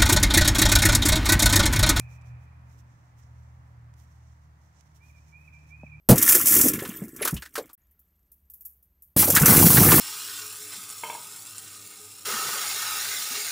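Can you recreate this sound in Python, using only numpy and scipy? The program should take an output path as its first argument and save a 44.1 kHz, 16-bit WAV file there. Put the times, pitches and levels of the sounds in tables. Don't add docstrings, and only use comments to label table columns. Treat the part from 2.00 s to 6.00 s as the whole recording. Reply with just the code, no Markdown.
import sys
import numpy as np
from scipy import signal
from scipy.fft import rfft, irfft, next_fast_len
from scipy.io import wavfile
from scipy.ndimage import map_coordinates

SR = 44100
rng = np.random.default_rng(int(sys.argv[2]) if len(sys.argv) > 2 else 0)


def wav_out(sig):
    wavfile.write(sys.argv[1], SR, np.round(np.clip(np.atleast_2d(sig).T, -1, 1) * 32767).astype(np.int16))


N = 176400
T = np.arange(N) / SR

# start_s, rise_length_s, level_db
BIRD_PHRASES = [(-.24, 0.15, -45.5), (2.995, .094, -58), (3.313, .157, -50), (3.695, .162, -46.5)]
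# time_in_note_s, pitch_hz, gain_db
RISE_NOTE = [(0, 2230, -29), (.018, 2335, -6), (.042, 2396, -2), (.062, 2469, -1), (.078, 2505, -4),
             (.12, 2545, -6.5), (.16, 2590, -2.5)]
FALL_NOTE = [(0, 2530, -10), (0.012, 2406, 0.5), (0.02, 2270, -12.5), (.031, 2160, -26)]
DIP_NOTE = [(0, 2550, -13), (0.013, 2422, -3), (0.032, 2329, -7), (0.049, 2376, -4.5), (0.06, 2420, -13.5)]
# freq_hz, gain_db
DIRECT_RESPONSE = [(2400, 2), (2465, -2.5), (2510, -11), (2600, -10)]

# peak_s, half_length_s, rub_db, fizz_db
FINGER_STROKES = [(0.002, 0.028, -66, -65), (.128, .027, -63, -66.5), (0.274, 0.022, -66, -70.5),
                  (.43, .02, -74, -75), (0.716, .03, -68.5, -72), (.79, 0.013, -65.5, -68),
                  (0.923, 0.039, -73, -92), (1.045, 0.043, -75, -87), (1.192, 0.014, -66.5, -69.5),
                  (1.232, 0.03, -67.5, -79), (1.421, .1, -75.5, -82), (1.691, 0.028, -80, -82),
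                  (2.005, 0.025, -66, -66.5), (2.109, 0.06, -72, -78), (2.281, 0.058, -71.5, -87),
                  (2.439, 0.019, -72.5, -83), (2.642, 0.038, -72.5, -80), (2.776, 0.032, -67, -86),
                  (2.861, 0.055, -74.5, -82), (2.965, 0.013, -63, -64), (3.08, 0.044, -67.5, -69.5),
                  (3.2, .045, -69, -76), (3.292, .03, -68.5, -75), (3.437, 0.058, -74, -74),
                  (3.55, 0.022, -70, -78), (3.62, .03, -69, -77), (3.692, 0.023, -69, -73),
                  (3.839, .08, -76, -80.5)]
# start_s, level_db, pan_db, t60_s
SHEATH_TICKS = [(0.0606, -64, -10, 0.018), (0.212, -60, -7, .028), (0.218, -62, -10, .025),
                (1.938, -53.5, -7, .02), (2.8083, -48.5, -17, .019), (2.9173, -67, -7, 0.021),
                (3.1594, -68, -5, .02)]
# freq_hz, relative_density_db
RUB_SPECTRUM = [(1000, -11.5), (2800, -9), (4900, -10.5), (5600, 0), (6600, -2), (8200, -9), (10500, -23),
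                (16000, -30)]
FIZZ_SPECTRUM = [(1500, -15), (3000, -4), (6000, -5), (8500, 1), (10800, 0), (13000, 3), (15500, -0.5)]
TICK_SPECTRUM = [(300, -3), (1500, -5), (2800, 0), (4200, -5), (6000, 4), (9000, -5), (15000, -16)]
# freq_hz, gain_db, t60_s
SHEATH_MODES = [(201, 6.5, 0.027), (622.4, -4, 0.025), (767, -6, .021)]

# time_s, firing_hz, level_db, octave_level_db
ENGINE_A_TRACK = [(0, 77.7, -51, -60.5), (.5, 77.67, -50.5, -65), (.86, 76.8, -56.5, -76),
                  (.98, 76.3, -65, -75), (1.12, 77.15, -61.5, -73), (1.32, 77.2, -50, -68),
                  (1.83, 76.24, -55.5, -65), (2.3, 76.04, -53, -66), (2.74, 76, -60.5, -66.5),
                  (3.05, 75.9, -57, -62.5), (3.55, 75.94, -55, -58.5), (4, 74.4, -52.5, -52)]
# time_s, firing_hz, level_db
ENGINE_B_TRACK = [(0, 121.9, -42.5), (.22, 121.7, -50), (.32, 121.2, -41.5), (.46, 121.4, -53),
                  (.8, 121.3, -52), (1.0, 119.6, -60.5), (1.3, 120, -51), (1.65, 119.2, -54),
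                  (1.82, 118.6, -49), (2.05, 118.3, -57.5), (2.33, 118.1, -56.5), (2.55, 117, -64.5),
                  (2.95, 115.7, -65.5), (3.15, 115, -61.5), (3.38, 114, -68), (4, 112.5, -54.5)]
# firing_multiple, gain_db
ENGINE_B_PARTIALS = [(.5, -17), (.75, -18), (1, 0)]
# freq_hz, relative_density_db
RUMBLE_SPECTRUM = [(20, -25), (45, -9.5), (65, -2.5), (100, 2.5), (160, -1.5), (200, -10), (300, -12),
                   (350, -20), (500, -31.5), (1000, -65)]
TRAFFIC_SPECTRUM = [(150, -29.5), (400, -9.5), (650, -1.5), (950, 1.5), (1400, -2), (1900, -4.5),
                    (2600, -14), (4000, -27.5), (8000, -42)]
HISS_SPECTRUM = [(1000, -2), (4000, 4), (6500, 5), (10000, -2.5), (15500, -2.5)]
# time_s, gain_db
RUMBLE_ENVELOPE = [(0, -62.5), (.7, -60), (1, -61), (1.35, -61), (2.6, -64), (3.4, -63), (4, -59.5)]
TRAFFIC_ENVELOPE = [(0.03, -66), (0.26, -65.5), (0.96, -70), (1.67, -69), (2.48, -72), (3.27, -72),
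                    (3.8, -70.5)]
# freq_hz, left_right_correlation
TRAFFIC_CORRELATION = [(200, 0.058), (500, 0.64), (750, 0.052), (1100, -0.3), (1500, -0.53), (2000, 0.4),
                       (3000, -0.27)]


def bird(dip_after_s=0.05, fade_s=0.011, waver_hz=6.9, echo_db=-5):
    t = np.arange(-SR, N) / SR
    direct_gain = amp(along(DIRECT_RESPONSE, np.fft.rfftfreq(len(t), 1 / SR)))
    out = np.zeros((2, len(t)))
    for start_s, rise_s, level_db in BIRD_PHRASES:
        notes = [(RISE_NOTE, start_s, rise_s),
                 (FALL_NOTE, start_s + rise_s, FALL_NOTE[-1][0]),
                 (DIP_NOTE, start_s + rise_s + dip_after_s, DIP_NOTE[-1][0])]
        drift_hz = waver_hz * np.resize(wobble(150), len(t))
        song = np.zeros(len(t))
        for contour, onset_s, length_s in notes:
            age_s = t - onset_s
            pitch_hz, gain_db = curves(contour, age_s)
            gate = np.clip(np.minimum(age_s, length_s - age_s) / fade_s + 0.5, 0, 1)
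            song += amp(level_db + gain_db) * np.sin(gate * np.pi / 2) ** 2 * tone(pitch_hz + drift_hz)
        direct = irfft(rfft(song) * direct_gain, len(t))
        out += direct * pan(-9.5) + amp(echo_db) * woods_echo(song) * pan(-4)
    return out[:, SR:]


def woods_echo(x, near_db=-1, near_t60_s=0.22, far_t60_s=2, build_s=0.014):
    t = T[:3 * SR // 2]
    decay = amp(near_db - 60 * t / near_t60_s) + amp(-60 * t / far_t60_s)
    onset = 1 - np.exp(-(t / build_s) ** 2)
    tail = unit_rms(rng.standard_normal((2, len(t))) * decay * onset) / np.sqrt(len(t))
    return signal.fftconvolve(x[None], tail, axes=1)[:, :len(x)]


def leather_strokes(grain_db=2.5, grain_rate_hz=1200, stutter_db=1.4, stutter_rate_hz=60):
    rub_power, fizz_power = np.zeros(N), np.zeros(N)
    for peak_s, half_s, rub_db, fizz_db in FINGER_STROKES:
        width_s = half_s * np.where(T < peak_s, 0.95, 1.2)
        swell = np.exp(-((T - peak_s) / width_s) ** 2)
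        rub_power += swell * amp(rub_db) ** 2
        fizz_power += swell * amp(fizz_db) ** 2
    grain = amp(grain_db * wobble(grain_rate_hz) + stutter_db * wobble(stutter_rate_hz))
    rub = np.sqrt(rub_power) * noise(RUB_SPECTRUM)
    fizz = np.sqrt(fizz_power) * noise(FIZZ_SPECTRUM)
    return pan(-11) * grain * (rub + fizz)


def sheath_ticks(rise_s=0.0009):
    envelope = np.zeros((2, N))
    for start_s, level_db, pan_db, t60_s in SHEATH_TICKS:
        age_s = np.maximum(T - start_s, 0)
        envelope += pan(pan_db) * np.minimum(age_s / rise_s, 1) * amp(level_db - 60 * age_s / t60_s)
    return envelope * noise(TICK_SPECTRUM)


def sheath_knock(start_s=3.8332, level_db=-30, rise_cycles=0.93):
    age_s = np.maximum(T - start_s, 0)
    ring = np.zeros(N)
    for hz, gain_db, t60_s in SHEATH_MODES:
        onset = 1 - np.exp(-(hz * age_s / rise_cycles) ** 2)
        ring += onset * amp(gain_db - 60 * age_s / t60_s) * np.sin(2 * np.pi * hz * age_s)
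    return amp(level_db) * ring


def engines(waver_db=0.64, waver_hz=0.28, right_lag_s=0.0003):
    def partial(hz, db):
        return amp(db + waver_db * wobble(8)) * tone(hz + waver_hz * wobble(5.95))

    a_hz, a_db, octave_db = curves(ENGINE_A_TRACK)
    b_hz, b_db = curves(ENGINE_B_TRACK)
    rumble_db, = curves(RUMBLE_ENVELOPE)
    engine_a = partial(a_hz, a_db) + partial(2 * a_hz, octave_db)
    engine_b = sum(partial(order * b_hz, b_db + gain_db) for order, gain_db in ENGINE_B_PARTIALS)
    rumble = amp(rumble_db) * noise(RUMBLE_SPECTRUM, correlation=[(100, 0.89), (300, 0.92)])
    drone = pan(-0.5) * (engine_a + engine_b + rumble)
    delay_s = right_lag_s * np.array([[-0.5], [0.5]])
    return filtered(drone, lambda hz: np.exp(-2j * np.pi * hz * delay_s))


def traffic(boost_db=5):
    gain_db, = curves(TRAFFIC_ENVELOPE)
    return amp(gain_db + boost_db) * pan(-2.5) * noise(TRAFFIC_SPECTRUM, TRAFFIC_CORRELATION)


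def hiss(level_db=-77.5):
    return amp(level_db) * noise(HISS_SPECTRUM)


def amp(db):
    return 10 ** (np.asarray(db) / 20)


def unit_rms(x):
    return x / np.sqrt(np.mean(x ** 2) + 1e-20)


def pan(left_db):
    return amp([[left_db], [0]])


def along(points, hz):
    freq_hz, values = np.transpose(points)
    return np.interp(np.log(hz + 1), np.log(freq_hz + 1), values)


def curves(rows, t=T):
    time_s, *columns = np.transpose(rows)
    return [np.interp(t, time_s, column) for column in columns]


def wobble(rate_hz):
    return map_coordinates(rng.standard_normal(int(N * rate_hz / SR) + 4), [T * rate_hz])


def filtered(x, response):
    size = next_fast_len(N + SR // 2)
    return irfft(rfft(x, size) * response(np.fft.rfftfreq(size, 1 / SR)), size)[..., :N]


def noise(spectrum, correlation=((1000, 0),)):
    def mid_side_gains(hz):
        angle = np.arccos(np.clip(along(correlation, hz), -1, 1)) / 2
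        return amp(along(spectrum, hz)) * [np.cos(angle), np.sin(angle)]

    mid, side = filtered(rng.standard_normal((2, N)), mid_side_gains)
    return unit_rms(np.array([mid + side, mid - side]))


def tone(hz):
    return np.sqrt(2) * np.sin(2 * np.pi * (np.cumsum(hz) / SR + rng.random()))


def scene():
    return bird() + leather_strokes() + sheath_ticks() + sheath_knock() + engines() + traffic() + hiss()


def record(dry):
    cutoff_hz = 15750
    return filtered(dry, lambda hz: hz < cutoff_hz)


dry = scene()
out = record(dry)
wav_out(out)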